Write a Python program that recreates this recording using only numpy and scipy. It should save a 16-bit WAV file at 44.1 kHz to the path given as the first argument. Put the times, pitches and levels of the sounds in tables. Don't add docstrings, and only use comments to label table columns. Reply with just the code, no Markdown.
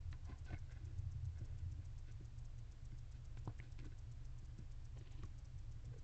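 import sys
import numpy as np
from scipy import signal
from scipy.fft import rfft, irfft, next_fast_len
from scipy.io import wavfile
from scipy.ndimage import uniform_filter1d

SR = 44100
rng = np.random.default_rng(int(sys.argv[2]) if len(sys.argv) > 2 else 0)


def log_audio(samples):
    frames = np.atleast_2d(samples).T
    limited = np.clip(frames, -1, 1)
    pcm = np.round(limited * 32767).astype(np.int16)
    wavfile.write(sys.argv[1], SR, pcm)


N = 265967
TIME = np.arange(N) / SR

# resonance in Hz, width in Hz, relative level in dB.
BOX_MODES = [(111.7, 18, 19), (260, 22, -18.5), (288, 21, 1.5), (375, 270, -21), (470, 10, -12),
             (765, 160, -15.5), (707, 240, -8.5), (820, 24, -20), (1008, 46, -6.5), (1200, 180, -18),
             (1490, 65, -31), (623, 95, -18.5)]
# resonance in Hz, width in Hz, relative level in dB.
RASP_MODES = [(1510, 110, 5.5), (1702, 50, 6), (2000, 45, -5.5), (2190, 72, -0.5), (2440, 49, -9),
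              (2720, 180, -4), (3300, 3100, -6), (5440, 5200, -2.5), (1900, 770, -10)]
FOOT_AND_BODY_RASP_HZ = 1900


def undb(db):
    return 10 ** (np.asarray(db) / 20)


def unit(x):
    return x / np.sqrt(np.mean(x ** 2))


def shape(x, response):
    size = next_fast_len(len(x) + 4096)
    f = np.maximum(np.fft.rfftfreq(size, 1 / SR), 1e-3)
    return irfft(rfft(x, size) * response(f), size)[:len(x)]


def band(f, hz, width):
    return 1 / (1 + 1j * (f * f - hz * hz) / (f * width))


def modes(f, table):
    return sum((-1) ** k * undb(db) * band(f, hz, width) for k, (hz, width, db) in enumerate(table))


def contact(f, hz):
    return 1 / (1 + 1j * np.sqrt(2) * f / hz - (f / hz) ** 2) ** 2


def impulse():
    return 1. * (TIME[:SR // 4] == 0)


def decay(t, t60):
    return np.exp(-np.log(1000) * t / t60)


def swell(t, half):
    return np.exp(-.5 * (t / half) ** 2)


def at_peak(db, sound):
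    return undb(db) * sound / abs(sound).max()


def walk(rate):
    k = int(SR / rate)
    return uniform_filter1d(np.repeat(rng.standard_normal(N // k + 1), k), k)[:N]


def add(out, s, sound):
    start = int(round(s * SR))
    first, last = max(start, 0), min(start + len(sound), N)
    out[first:last] += sound[first - start:last - start]


def background(level_db=-65):
    # frequency in Hz, relative level in dB per Hz.
    floor = [(8, -20), (30, -26), (42, -26.5), (70, -20.5), (130, -21), (160, -29.5), (200, -36.5),
             (250, -34.5), (305, -32), (355, -40), (600, -41.5), (1200, -45.5), (3000, -49.5), (7400, -54),
             (8000, -56.5)]
    hz, db = np.transpose(floor)
    hiss = shape(rng.standard_normal(N), lambda f: undb(np.interp(np.log(f), np.log(hz), db)))
    return undb(level_db) * unit(hiss)


def mains_hum(hz=60, level_db=-70.5):
    return undb(level_db) * np.sqrt(2) * np.sin(2 * np.pi * hz * TIME)


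def motor(hz, harmonics, drift=0.0024):
    turns = np.cumsum(hz * (1 + drift * walk(1.493))) / SR
    return sum(np.sqrt(2) * undb(db) * np.sin(2 * np.pi * (k * turns + rng.random())) for k, db in harmonics)


def motors(slow_hz=22.37, fast_hz=24.49):
    # multiple of the shaft rate, level in dB.
    slow_harmonics = [(1, -55.5), (2, -63.5), (3, -65.5), (4, -71), (5, -69.5)]
    fast_harmonics = [(1, -62.5), (2, -62), (3, -62.5), (4, -73), (5, -63)]
    return motor(slow_hz, slow_harmonics) + motor(fast_hz, fast_harmonics)


def camera_ticks(level_db=-66.5, centre_hz=6300, width_hz=2700, burst_hz=7.5, count_start_s=.4543):
    # delay in s, half length in s, relative level in dB.
    packets = [(-.0064, .0009, -5), (-.001, .0005, 0), (.0007, .0004, 0), (.003, .0006, -4),
               (.0046, .0005, -8), (.0068, .0008, -6)]
    gate, t = np.zeros(N), TIME[:SR // 40] - 1 / 80
    burst = sum(undb(db) * swell(t - delay, half) for delay, half, db in packets)
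    count_starts = count_start_s + np.arange(-1, N / SR)[:, None]
    starts = count_starts + np.arange(0, 1, 1 / burst_hz)
    for s in starts[(starts > 0) & (starts < N / SR)]:
        jitter = .0003 * rng.standard_normal()
        add(gate, s + t[0] + jitter, burst)
    noise = shape(rng.standard_normal(N),
                  lambda f: band(f, centre_hz, width_hz) * band(f, centre_hz, centre_hz))
    whine = np.cos(np.angle(signal.hilbert(noise)))
    return undb(level_db) * gate * unit(whine)


def rumble():
    # band centre in Hz, width in Hz of its narrow filter.
    booms = [(84.85, 11), (114.7, 12)]
    # time in s, lower band level in dB, upper band level in dB.
    rumble_levels = [(0, -56, -62), (.45, -54, -56.5), (.75, -55.5, -65), (1.0, -51.5, -53.5),
                     (1.18, -48.5, -57.5), (1.33, -51.5, -65), (1.65, -51.5, -57.5), (1.95, -58.5, -61),
                     (2.4, -71, -59.5), (4.9, -65, -62), (6.03, -63.5, -54.5)]
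    times, *levels = np.transpose(rumble_levels)
    out = 0
    for (hz, width), db in zip(booms, levels):
        boom = shape(rng.standard_normal(N), lambda f: band(f, hz, width) * band(f, hz, hz / 2) ** 2)
        out = out + unit(boom) * undb(np.interp(TIME, times, db))
    return out


def thuds(width_hz=59):
    # start in s, peak level in dB, centre in Hz.
    thud_rows = [(0.973, -43, 99.7), (1.050, -45, 96), (1.148, -37.5, 94.6), (1.224, -44.5, 104),
                 (1.255, -42.5, 95), (1.616, -44.5, 84), (1.653, -43, 98.4)]
    out = np.zeros(N)
    for s, db, hz in thud_rows:
        boom = shape(impulse(), lambda f: band(f, hz, width_hz) ** 4)
        add(out, s, at_peak(db, boom))
    return out


def knock(db, contact_hz):
    return at_peak(db, shape(impulse(), lambda f: modes(f, BOX_MODES) * contact(f, contact_hz)))


def stroke(s, half, wood_db, wood_hz, rasp_db, rasp_hz, slip_rate=1300, scatter_db=4.0,
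           wood_width=0.7, rasp_width=1.0, surface=RASP_MODES):
    out, t = np.zeros(N), TIME[:SR // 2] - 1 / 4
    chance, size, push = rng.random(len(t)), rng.exponential(size=len(t)), rng.standard_normal(len(t))
    strength = np.sign(push) * undb(scatter_db * np.minimum(size, 3))
    slips = (chance < slip_rate / SR) * strength * swell(t, half)
    wood = shape(slips, lambda f: modes(f, BOX_MODES) * band(f, wood_hz, wood_width * wood_hz) ** 2)
    rasp = shape(slips, lambda f: modes(f, surface) * band(f, rasp_hz, rasp_width * rasp_hz) ** 2)
    duty = np.sqrt(np.sqrt(np.pi) * half * SR / len(t))
    add(out, s + t[0], duty * (undb(wood_db) * unit(wood) + undb(rasp_db) * unit(rasp)))
    return out


def fidgets(count=10, spread_db=2, half_s=0.022, wood_db=-78, wood_hz=260, rasp_db=-85):
    out = np.zeros(N)
    for k in range(count):
        s = (k + rng.random()) / count * N / SR
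        db = spread_db * rng.standard_normal()
        out += stroke(s, half_s, wood_db + db, wood_hz, rasp_db + db, FOOT_AND_BODY_RASP_HZ)
    return out


def bumps(width_hz=92):
    # start in s, peak level in dB, ring in Hz.
    bump_rows = [(5.840, -64.5, 487), (5.918, -64, 470), (5.938, -58, 470), (5.961, -57, 446)]
    out = np.zeros(N)
    for s, db, hz in bump_rows:
        ring = shape(impulse(), lambda f: band(f, hz, width_hz) ** 2)
        add(out, s, at_peak(db, ring))
    return out


def steps(contact_hz=290):
    # start in s, peak level in dB.
    step_rows = [(1.411, -45.5), (1.79, -49.5), (2.21, -46.5), (2.924, -47.5), (4.428, -50.5),
                 (4.588, -43.5), (5.236, -41.5), (5.881, -49)]
    scuff_delay_s, scuff_half_s, scuff_hz = 0.004, 0.014, 283
    scuff_wood_db, scuff_rasp_db = -19, -36
    out = np.zeros(N)
    for s, db in step_rows:
        add(out, s, knock(db, contact_hz))
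        out += stroke(s + scuff_delay_s, scuff_half_s, db + scuff_wood_db, scuff_hz,
                      db + scuff_rasp_db, FOOT_AND_BODY_RASP_HZ)
    return out


def nibbles(rasp_hz=3070):
    # middle in s, half length in s, wood level in dB, wood centre in Hz, rasp level in dB.
    bite_rows = [ (4.973, 0.0062, -63, 490, -72), (5.015, 0.0081, -62.5, 288, -74.5),
                 (5.068, 0.0078, -70.5, 450, -70.5), (5.113, 0.0037, -85, 406, -73),
                 (5.137, 0.012, -73, 313, -75), (5.188, 0.014, -66, 320, -75.5),
                 (5.227, 0.0064, -84, 302, -71), ]
    swish = (5.15, 0.13, -83, 900, -83)
    # centre in Hz, width in Hz, relative level in dB.
    barbs = [(1750, 370, 0.5), (2960, 670, -2), (3580, 970, -2.5), (4570, 1800, -8)]
    bites = sum(stroke(*row, rasp_hz, slip_rate=1500, rasp_width=1.0, surface=barbs) for row in bite_rows)
    return bites + stroke(*swish, rasp_hz, slip_rate=6000, scatter_db=0.0, rasp_width=0.82, surface=barbs)


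def squeaks(wobble_rate=200, wobble=0.018):
    # middle in s, half length in s, pitch in Hz, level in dB at the top of the swell.
    squeak_rows = [(0.292, 0.009, 1030, -71), (0.33, 0.008, 1028, -67.5), (0.489, 0.0075, 1516, -63.5),
                   (0.51, 0.0082, 1533, -71), (0.551, 0.0063, 765, -73), (0.563, 0.01, 2190, -70),
                   (3.637, 0.013, 1490, -76)]
    out = 0
    for s, half, hz, db in squeak_rows:
        turns = np.cumsum(hz * (1 + wobble * walk(wobble_rate))) / SR
        out = out + np.sqrt(2) * undb(db) * swell(TIME - s, half) * np.sin(2 * np.pi * turns)
    return out


def scrapes():
    # middle in s, half length in s, wood level in dB, wood centre in Hz,
    # rasp level in dB, rasp centre in Hz.
    scrape_rows = [ (0.136, 0.0068, -68.5, 910, -69, 2200), (0.3, 0.009, -55.5, 283, -71, 2500),
                   (0.314, 0.047, -69.5, 730, -74.5, 2110), (0.323, 0.0047, -63, 304, -66, 1750),
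                   (0.475, 0.015, -74.5, 704, -70.5, 2720), (0.499, 0.0055, -69, 600, -74, 2700),
                   (0.506, 0.0089, -59.5, 550, -70.5, 2480), (0.529, 0.0067, -56, 282, -80, 2200),
                   (0.536, 0.012, -62, 645, -62.5, 2000), (0.568, 0.011, -75, 484, -70, 1750),
                   (0.719, 0.019, -73, 560, -69.5, 1980), (0.766, 0.0099, -76, 760, -70, 1840),
                   (0.873, 0.082, -68.5, 312, -80.5, 2170), (1.373, 0.011, -76, 700, -72, 2100),
                   (1.467, 0.06, -73.5, 520, -80.5, 2060), (1.693, 0.063, -70.5, 260, -103, 2120),
                   (2.09, 0.02, -71.5, 415, -73, 2160), (2.918, 0.004, -78, 306, -72, 1810),
                   (3.156, 0.015, -70, 260, -77, 2500), (3.456, 0.0065, -71, 600, -90, 2000),
                   (3.493, 0.018, -66.5, 624, -76.5, 1600), (3.646, 0.026, -69, 306, -74, 2430),
                   (3.797, 0.0094, -63, 282, -69, 2650), (3.831, 0.0058, -60, 290, -73, 2200),
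                   (3.846, 0.006, -71, 1000, -69.5, 1900), (3.862, 0.007, -53.5, 285, -71.5, 2780),
                   (3.924, 0.0077, -71.5, 407, -72.5, 2200), (5.935, 0.0055, -76, 795, -73, 1900),
                   (5.984, 0.004, -67.5, 342, -79, 1900), ]
    return sum(stroke(*row) for row in scrape_rows)


def taps(tail_db=-27, tail_t60=0.048, snap_db=1.0):
    # start in s, knock peak in dB, contact cut-off in Hz, tick peak in dB, tick centre in Hz,
    # width in Hz of each of the four tick filters, 60 dB decay time of the crumbling in s.
    tap_rows = [ (0.1281, -53, 1510, -49.5, 1850, 1900, 0.027),
                (0.127, -58.5, 1200, -55, 3480, 1500, 0.014), (0.4642, -54, 1420, -59, 2000, 2600, 0.0095),
                (0.504, -52, 900, -57, 2400, 1700, 0.02), (0.5287, -41.5, 750, -53, 1890, 1100, 0.03),
                (0.532, -41.5, 850, -57.5, 1990, 1310, 0.02), (0.5440, -52, 900, -49, 1920, 1350, 0.017),
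                (3.372, -48, 1200, -53.5, 2600, 5230, 0.1), (3.3743, -60, 1190, -55, 1780, 1500, 0.02),
                (3.4748, -35, 700, -45.5, 945, 650, 0.016), (3.4773, -52, 500, -57, 3200, 4000, 0.03),
                (3.591, -77, 1000, -56, 1780, 1800, 0.02), (3.6000, -50.5, 910, -46.5, 2180, 1370, 0.013),
                (3.628, -58, 1000, -64, 1490, 2400, 0.014), (3.7903, -53, 1200, -54.5, 4920, 5500, 0.017),
                (3.7894, -62, 1110, -51, 2000, 2100, 0.018), (3.8096, -66, 1200, -62, 2200, 3000, 0.012),
                (5.2348, -69, 660, -54.5, 4770, 6000, 0.028), (5.233, -61, 660, -59, 1840, 1100, 0.025),
                (5.2341, -51.5, 497, -55.5, 1114, 330, 0.024), ]
    out, t = np.zeros(N), TIME[:SR // 4]
    for s, knock_db, contact_hz, tick_db, tick_hz, width_hz, t60 in tap_rows:
        crumble, air = rng.standard_normal((2, len(t)))
        crumble = crumble * decay(t, t60)
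        snap = undb(snap_db) * np.linalg.norm(crumble) * impulse()
        ring = unit(shape(air, lambda f: modes(f, RASP_MODES))) * decay(t, tail_t60)
        tick = shape(snap + crumble + undb(tail_db) * ring, lambda f: band(f, tick_hz, width_hz) ** 4)
        add(out, s, knock(knock_db, contact_hz) + at_peak(tick_db, tick))
    return out


def scene():
    surroundings = background() + mains_hum() + motors() + camera_ticks() + rumble() + thuds()
    owl = fidgets() + bumps() + steps() + nibbles() + squeaks() + scrapes() + taps()
    return (surroundings + owl)[None]


def record(dry, top_hz=8000):
    fade_in = np.minimum(TIME / .008, 1)
    return signal.sosfilt(signal.butter(24, top_hz, fs=SR, output="sos"), dry * fade_in)


dry = scene()
out = record(dry)
log_audio(out)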